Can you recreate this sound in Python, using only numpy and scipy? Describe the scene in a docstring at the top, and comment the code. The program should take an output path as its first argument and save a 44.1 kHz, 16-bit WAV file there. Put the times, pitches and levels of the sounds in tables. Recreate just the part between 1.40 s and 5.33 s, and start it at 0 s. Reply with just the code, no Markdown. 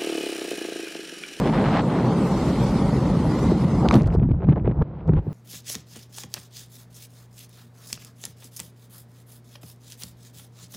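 """Wind roars over the microphone ports of a helmet camera in fast flight: noise in flickering bands, with a hiss,
a sliding whistle and suit fabric flutter made of noise and scattered clicks. A parachute opens with snaps of
straps and lines (filtered clicks), a struck buckle (decaying sines) and rustling cloth, and the airstream dies.
Separate dull gusts then buffet the ports over a soft steady breeze, and a thin hiss rises at the end. Dull knocks
fall from the late flight onwards, dry ticks during the opening and the gusts."""
import sys
import numpy as np
from scipy import signal
from scipy.fft import rfft, irfft
from scipy.io import wavfile
from scipy.ndimage import uniform_filter1d, minimum_filter1d

SR = 44100
rng = np.random.default_rng(int(sys.argv[2]) if len(sys.argv) > 2 else 0)


def store_pcm(level_fs):
    """Save levels as 16-bit WAV."""
    pcm = np.round(np.clip(level_fs, -1, 1) * 32767).astype(np.int16)
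    wavfile.write(sys.argv[1], SR, np.atleast_2d(pcm).T)


def amplitude_ratio(level_db):
    """Convert a level in decibels to the matching linear amplitude (field) ratio."""
    exponent = np.asarray(level_db, float) / 20
    return 10 ** exponent


N = 173313
T = np.arange(N) / SR  # time axis [s]
FLIGHT_ENDS_S, FADE_S = 2.62, 0.0664  # the airstream fades out while the air under the canopy fades in

# airstream of the flight, before its fade: (time [s], rumble [dB], roar [dB], rush [dB], treble of the hiss [dB])
FLIGHT = [(0.0, -35.5, -21, -24.5, -52.5), (0.33, -33, -19.5, -26, -52), (0.42, -38, -22.5, -27, -55),
          (0.71, -40.5, -19, -25, -50.5), (1.05, -29.5, -23, -26.5, -48), (1.15, -31, -20, -27, -48),
          (1.84, -28, -19.5, -28, -51.5), (2.02, -33.5, -23, -27, -48), (2.05, -22, -17.5, -26.5, -49),
          (2.2, -32, -19.5, -29.5, -52), (2.39, -25.5, -19, -28.5, -52.5), (2.46, -29.5, -18, -21.5, -54.5),
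          (2.49, -19, -24.5, -27, -54.5), (2.56, -41, -10.5, -20, -48), (2.62, -27, -10.5, -33, -59.5)]
# cloth rustling in bursts as the canopy spreads: (time [s], treble of the hiss [dB])
RUSTLE = [(2.624, -85), (2.642, -60), (2.65, -85), (2.66, -60), (2.667, -75), (2.675, -53), (2.686, -80),
          (2.745, -59), (2.775, -85)]
# spectra of the low, middle and upper wind and of its hiss: (frequency [Hz], density [dB per Hz])
RUMBLE = [(15, -19), (25, -16.5), (48, 4.5), (100, 0), (130, -39.5), (220, -120)]
ROAR = [(59, -35), (100, -10), (129, 0.5), (194, 1), (300, -9), (390, -26), (660, -120)]
RUSH = [(180, -43), (300, -3), (550, -8.5), (655, -13.5), (881, -13.5), (1220, -19), (1500, -28.5),
        (1950, -45.5), (3300, -120)]
HISS = [(880, -4), (1500, -0.5), (1580, -4.5), (2010, 2), (2470, -5), (4390, -7), (5340, -10.5),
        (9230, -17.5), (13700, -29.5), (15500, -37)]
# fabric flutter, before a fixed lift: (time [s], level [dB])
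FLUTTER = [(0.0, -44), (0.086, -34), (0.12, -47), (0.128, -36), (0.334, -35), (0.358, -28.5), (0.405, -33),
           (0.422, -52), (0.452, -53), (0.506, -39.5), (0.6, -40.5), (0.642, -45), (0.7, -47)]
# spectrum of the flutter: (frequency [Hz], level [dB])
FLUTTER_COLOUR = [(300, -31), (600, 8.5), (1000, 2.5), (2000, -6), (4300, -18.5), (5200, -27.5),
                  (9000, -42)]
# bands of the stereo side noise, all above 3 kHz:
# (low [Hz], high [Hz], level against the floor of the band [dB], share of time [0-1])
SIDE_BANDS = [(3020, 3800, -4.5, 0.9), (3800, 4800, -5, 0.99), (4800, 6000, -3, 1), (6000, 7500, -4, .9),
              (7500, 9000, -4.5, .7), (9000, 10500, -4, .5), (10500, 12800, -2.5, .7)]
# breathy whistle sliding down: (time [s], pitch [Hz], level of the noise before it rides the pitch [dB])
WHISTLE = [(.72, 8900, -80), (.78, 8400, -53), (.9, 7300, -57), (1.0, 6800, -55), (1.06, 6400, -80)]
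# sharp eddies that knock the ports: (time [s], peak [dB])
KNOCKS = [(2.119, -9.5), (2.5528, -4), (2.565, -13), (2.573, -11), (2.6195, -19), (2.632, -15),
          (2.7495, -11.5), (2.817, -20), (2.889, -15.5), (2.913, -16), (3.007, -26), (3.088, -7.5),
          (3.123, -15.5), (3.158, -24), (3.179, -23), (3.246, -21), (3.2765, -12), (3.312, -22),
          (3.37, -21), (3.4225, -14), (3.6945, -13), (3.7335, -14), (3.868, -23.5)]
# snaps of straps and lines: (time [s], peak [dB], low [Hz], high [Hz], decay constant of the tail [s])
SNAPS = [(2.4873, -8.5, 200, 3500, .00025), (2.524, -26, 1500, 6000, .0008),
         (2.5284, -24, 1500, 6000, 0.0007), (2.54, -26, 1500, 6000, 0.001),
         (2.5418, -14, 1000, 4700, 0.0018), (2.546, -38, 8000, 14000, .0015),
         (2.5552, -25, 11000, 14500, .0015), (2.5553, -19, 1500, 4500, 0.00086),
         (2.557, -37, 8000, 13100, 0.0018), (2.5755, -43, 9000, 14000, 0.0015),
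         (2.621, -28, 300, 5500, 0.0003), (2.6330, -37, 1500, 6000, 0.0008), (2.661, -36, 800, 4500, 0.002),
         (2.6715, -35, 1500, 7800, 0.00082), (2.679, -46, 990, 6960, 0.001),
         (2.7400, -44, 1500, 9000, 0.0012), (2.7465, -43.5, 2000, 11000, .0015),
         (2.7515, -36.5, 500, 6000, 0.0006), (3.4227, -24, 300, 1570, 0.00068),
         (3.6772, -41.5, 500, 6500, 0.0007), (3.736, -26, 300, 2000, 0.00092)]
# strikes of the buckle: (time [s], peak [dB])
BUCKLE = [(2.5102, -6.5)]
# ringing modes of the buckle: (frequency [Hz], relative level [dB], time to fall 60 dB [s])
BUCKLE_MODES = [(1120, 10.5, 0.0081), (2270, 4.5, 0.0066), (3920, -9, 0.0076), (4900, -15, 0.007),
                (6200, -12, 0.0066)]
# dry ticks during the opening and the gusts, before a fixed lift: (time [s], peak [dB])
TICKS = [(2.5322, -25), (2.537, -22), (2.565, -26), (2.598, -34), (2.6013, -34), (2.61, -33), (2.6445, -36),
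         (2.7035, -36), (2.725, -39), (2.7975, -41.5), (2.824, -43.5), (2.8285, -44), (2.834, -46),
         (2.897, -46), (2.9146, -35.5), (3.0068, -45), (3.0205, -43), (3.032, -40), (3.041, -43),
         (3.048, -44), (3.0705, -46), (3.0885, -44), (3.0945, -36.5), (3.1015, -40), (3.108, -46),
         (3.1175, -43), (3.125, -34), (3.131, -37), (3.16, -37), (3.181, -41.5), (3.198, -42),
         (3.2468, -43), (3.2572, -37), (3.2656, -40), (3.27, -39), (3.2755, -32.5), (3.2935, -42),
         (3.3, -45), (3.313, -39), (3.3175, -39.5), (3.416, -44.5), (3.607, -47.5), (3.6927, -37),
         (3.756, -45), (3.7667, -39), (3.771, -45.5), (3.7782, -40), (3.792, -41)]
# gusts under the canopy, before fade-in and layer trims: (time [s], rumble [dB], thud [dB], crackle [dB], treble [dB])
GUSTS = [(2.5, -27, -22, -36, -39), (2.546, -24, 14, -30, -33.5), (2.586, -32, -19, -23.5, -45),
         (2.63, -21.5, -18, -34, -47), (2.758, -24.5, -24.5, -31, -56), (2.786, -17, -14, -41, -76.5),
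         (2.798, -17, -20, -32, -47), (2.814, -29, -21.5, -56, -79), (2.826, -27.5, -13.5, -31, -47),
         (2.882, -24, -21.5, -51, -77), (2.918, -23, -11, -33, -53), (2.926, -29, -34, -71, -75),
         (2.942, -17.5, -24.5, -32.5, -59), (2.97, -22, -21.5, -50, -74), (3.016, -34, -35, -36, -60),
         (3.048, -35.5, -20, -32.5, -42.5), (3.06, -23.5, -19, -48, -70), (3.092, -19, -11, -26, -41),
         (3.108, -26.5, -12, -40, -48.5), (3.132, -26, -19.5, -25.5, -42), (3.152, -29, -23, -50, -73),
         (3.16, -26, -23, -28, -47), (3.232, -31, -27, -46, -74.5), (3.256, -15.5, -27.5, -26.5, -50),
         (3.292, -30, -15, -35, -57), (3.352, -33, -33, -41, -75), (3.408, -19, -15.5, -33.5, -64),
         (3.424, -15, -25, -18, -50), (3.436, -37, -38, -61, -75), (3.458, -44, -34.5, -48, -69),
         (3.618, -41, -34.5, -44, -52), (3.65, -35.5, -39.5, -48, -79), (3.69, -23, -12, -29, -54),
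         (3.71, -26, -16.5, -41, -59), (3.794, -18, -20.5, -33.5, -45), (3.806, -26.5, -35, -62, -76),
         (3.842, -43, -45.5, -70, -75), (3.882, -64, -22.5, -46, -60), (3.93, -41, -36, -48, -64)]
# spectra of the gust layers and the steady breeze: (frequency [Hz], density [dB per Hz])
THUD = [(59, -19.5), (100, -4.5), (156, 2.5), (199, -9), (300, -16.5), (390, -31.5), (660, -120)]
CRACKLE = [(250, -21), (320, -2.5), (500, -6), (900, -14), (1400, -24), (2200, -43), (3500, -64.5)]
TREBLE = [(900, -17), (1400, 2.5), (2500, -5), (4000, -17), (6000, -34), (9000, -50), (15000, -69)]
BREEZE = [(180, -13), (300, 5), (1120, -15.5), (1610, -25), (1920, -25.5), (2940, -35), (3900, -39),
          (6000, -53.5), (7800, -85.5), (13200, -120)]
# thin hiss rising at the end: (time [s], level [dB])
LATE_HISS = [(3.74, -100), (3.86, -77), (3.93, -67)]
# spectrum of the thin hiss: (frequency [Hz], density [dB per Hz])
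LATE_COLOUR = [(3000, -18.5), (4000, 2), (9000, -6), (14500, 2.5), (15500, -26)]


def curve(table, col):
    """Draw one column of a time table as straight lines between its points."""
    rows = np.array(table)
    return np.interp(T, rows[:, 0], rows[:, col])


def colour(x, points):
    """Shape the spectrum of x by (frequency [Hz], level [dB]) points; rms 1."""
    hz, db = np.array(points, float).T
    f = np.maximum(np.arange(N // 2 + 1) * SR / N, 1)
    shape_db = np.interp(np.log(f), np.log(hz), db, left=-120, right=-120)
    y = irfft(rfft(x) * amplitude_ratio(shape_db), N)
    return y / np.sqrt(np.mean(y ** 2))


def walk(rate):
    """Random levels held for 1 / rate seconds and smoothed twice; spread 1."""
    hold = max(int(SR / rate), 1)
    steps = np.repeat(rng.standard_normal(N // hold + 1), hold)
    w = uniform_filter1d(uniform_filter1d(steps, hold), hold)[:N]
    return w / w.std()


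def air(points, flicker_db, rate, shared=0, even_s=0.14, drift_db=0, count=3):
    """Turbulent noise: bands (count per octave) flicker and drift alone, share a gain in dB, then even out to rms 1."""
    spectrum = rfft(colour(rng.standard_normal(N), points))
    position = count * np.log2(np.maximum(np.arange(len(spectrum)) * SR / N, 1))
    first, last = int(count * np.log2(points[0][0])), int(count * np.log2(points[-1][0])) + 1
    out = 0
    for centre in range(first, last + 1):
        mask = np.cos(np.pi / 2 * np.clip(position - centre, -1, 1)) ** 2
        gain_db = flicker_db * walk(rate) + drift_db * walk(5)
        out = out + irfft(spectrum * mask, N) * amplitude_ratio(gain_db)
    out = out * amplitude_ratio(shared)
    return out / np.sqrt(uniform_filter1d(out ** 2, int(even_s * SR)) + 1e-12)


def grains(points):
    """Scattered clicks of very unequal size, 500 a second on average, in a colour; rms 1."""
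    size_db = 5 * np.minimum(rng.exponential(size=N), 3)
    clicks = (rng.random(N) < 500 / SR) * amplitude_ratio(size_db)
    return colour(clicks * np.sign(rng.standard_normal(N)), points)


def click(lo_hz, hi_hz, length, order=3):
    """One impulse with a short noisy tail, cut to a band; peak 1."""
    t = np.arange(int(.03 * SR)) / SR
    y = rng.standard_normal(len(t)) * np.exp(-t / length)
    y[0] = np.sign(y[0]) * 7.0
    y = signal.lfilter(*signal.butter(2, lo_hz, "high", fs=SR), y)
    y = signal.lfilter(*signal.butter(order, min(hi_hz, 17000), fs=SR), y)
    return y / np.abs(y).max()


def place(events, sounds):
    """Lay each sound at its event's time and level."""
    out = np.zeros(N + SR)
    for (s, db, *_), y in zip(events, sounds):
        start = int(s * SR)
        out[start:start + len(y)] += amplitude_ratio(db) * y
    return out[:N]


def airstream(eddy):
    """Wind over the ports: rumble, roar and rush, the upper two swelling with the same eddies, then fading out."""
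    rumble = amplitude_ratio(curve(FLIGHT, col=1)) * air(RUMBLE, 0.83, 11)
    roar = amplitude_ratio(curve(FLIGHT, col=2)) * air(ROAR, 0.56, 25.07, 0.79 * eddy)
    rush = amplitude_ratio(curve(FLIGHT, col=3)) * air(RUSH, 1.56, 60.33, 1.16 * eddy)
    return (rumble + roar + rush) * np.clip((FLIGHT_ENDS_S - T) / FADE_S, 0, 1)


def hiss(eddy):
    """Finely banded noise follows the flight's treble, then the bursts of rustling cloth."""
    treble_db = np.where(T < FLIGHT[-1][0], curve(FLIGHT, col=4), curve(RUSTLE, col=1))
    noise = air(HISS, 2.57, 34.94, 0.69 * eddy, drift_db=0.64, count=8)
    return amplitude_ratio(treble_db + 7) * noise * (T < RUSTLE[-1][0])  # the whole hiss lies 7 dB over its treble


def flutter():
    """Suit fabric flaps: noise shaken by fast random levels, mixed with grains."""
    flaps = air(FLUTTER_COLOUR, 1.1, 61, 2.5 * walk(300), even_s=0.038)  # 300 new levels a second
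    cloth = amplitude_ratio(-3.5) * flaps + amplitude_ratio(-5) * grains(FLUTTER_COLOUR)
    return amplitude_ratio(curve(FLUTTER, col=1) + 8) * cloth * (T < FLUTTER[-1][0])


def side_noise(wind):
    """Stereo noise in bands above 3 kHz, sized by the floor of the wind in each band; it comes and goes."""
    spectrum, noise = rfft(wind), rfft(rng.standard_normal(N))
    f = np.arange(N // 2 + 1) * SR / N
    side = 0
    for lo, hi, db, share in SIDE_BANDS:
        band = np.clip(np.minimum(f - lo, hi - f) / 80 + .5, 0, 1)
        size = np.sqrt(uniform_filter1d(irfft(spectrum * band, N) ** 2, int(.012 * SR)) + 1e-18)
        floor = uniform_filter1d(minimum_filter1d(size, int(.015 * SR)), int(.01 * SR))  # skips short peaks
        gate = walk(30)
        is_open = gate < np.quantile(gate, np.clip(share, 0, 1))
        gate = uniform_filter1d(1. * is_open, int(.015 * SR))
        band_noise = irfft(noise * band, N)
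        side = side + amplitude_ratio(db) * floor * gate * band_noise / band_noise.std()
    return side


def whistle():
    """A narrow band of noise riding on a sliding sine."""
    width_hz = 1100
    slow = colour(rng.standard_normal(N), [(1, 0), (width_hz / 2, -3), (width_hz, -30)])
    tone = np.sin(2 * np.pi * np.cumsum(curve(WHISTLE, col=1)) / SR)
    return amplitude_ratio(curve(WHISTLE, col=2)) * slow * tone * (T < WHISTLE[-1][0])


def knocks():
    """Sharp eddies push the ports: sudden dull swings, each a fast-dying sine of its own pitch."""
    centre_hz, t60_s, rise_s = 310, 0.026, 0.00051
    t = np.arange(int(.05 * SR)) / SR
    hz = centre_hz * (1 + 0.34 * rng.uniform(-0.78, 1, (len(KNOCKS), 1)))
    swing = -np.sin(2 * np.pi * hz * t) * np.exp(-np.log(1000) * t / t60_s)
    swing = swing * (1 - np.exp(-t / rise_s))
    return place(KNOCKS, swing / np.abs(swing).max(axis=1, keepdims=True))


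def snaps():
    """Straps and lines snap: band-limited clicks, each with its own band and tail."""
    return place(SNAPS, [click(*row[2:]) for row in SNAPS])


def buckle():
    """A hard part is struck once and rings in short modes."""
    rise_s = 0.00099
    t = np.arange(int(.04 * SR)) / SR
    y = 0
    for hz, db, t60 in BUCKLE_MODES:
        y = y + amplitude_ratio(db) * np.sin(2 * np.pi * hz * t) * np.exp(-np.log(1000) * t / t60)
    y = y * (1 - np.exp(-(t / rise_s) ** 2))
    return place(BUCKLE, [y / np.abs(y).max()])


def ticks():
    """Dry clicks from 500 to 2500 Hz with a steep top, lifted by 3 dB."""
    return amplitude_ratio(3.0) * place(TICKS, [click(500, 2500, .0016, order=5) for _ in TICKS])


def gusts():
    """Slow eddies thud on the ports; their crackle and treble noise bursts together, mixed with grains."""
    burst = walk(180)
    rumble = air(RUMBLE, .6, 18.0, even_s=0.073)
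    thud = air(THUD, 0.61, 23, 2.0 * walk(80), even_s=0.051)
    crackle = amplitude_ratio(-5) * air(CRACKLE, 0.67, 60, 4 * burst, 0.058) + amplitude_ratio(-1) * grains(CRACKLE)
    treble = amplitude_ratio(-12) * air(TREBLE, 1.5, 50, 5 * burst, 0.031) + amplitude_ratio(-10) * grains(TREBLE)
    layers = [rumble, thud, crackle, treble]
    return sum(amplitude_ratio(curve(GUSTS, col=i)) * layer for i, layer in enumerate(layers, 1))


def breeze():
    """Soft turbulent noise at a steady level."""
    return amplitude_ratio(-46) * air(BREEZE, 1.2, 18)


def late_hiss():
    """Thin flickering treble noise that rises at the end."""
    return amplitude_ratio(curve(LATE_HISS, col=1)) * air(LATE_COLOUR, 2.5, 60)


def scene():
    """Flight gives way to the air under the canopy; all sources are central, side noise is added left, taken right."""
    eddy = walk(110)
    flight = airstream(eddy) + hiss(eddy) + flutter() + whistle()
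    fade_in = np.clip((T - FLIGHT_ENDS_S + FADE_S) / FADE_S, 0, 1)
    canopy = (gusts() + breeze() + late_hiss()) * fade_in
    wind = flight + canopy + ticks()
    mid = wind + knocks() + snaps() + buckle()
    side = side_noise(wind)
    return np.array([mid + side, mid - side])


def top_cut(x):
    """Nothing passes above the cut-off."""
    return signal.sosfilt(signal.butter(12, 16060, fs=SR, output="sos"), x)


def record(dry):
    """The camera rounds the loudest swings of the centre and cuts the top."""
    ceiling, top_hz = .8, 15300
    mid, side = dry.mean(axis=0), (dry[0] - dry[1]) / 2
    mid = mid / (1 + (np.abs(mid) / ceiling) ** 4) ** .25
    low_pass = signal.ellip(6, .5, 40, top_hz, fs=SR, output="sos")
    mix = signal.sosfilt(low_pass, [mid + side, mid - side])
    return top_cut(mix)


dry = scene()
out = record(dry)
store_pcm(out)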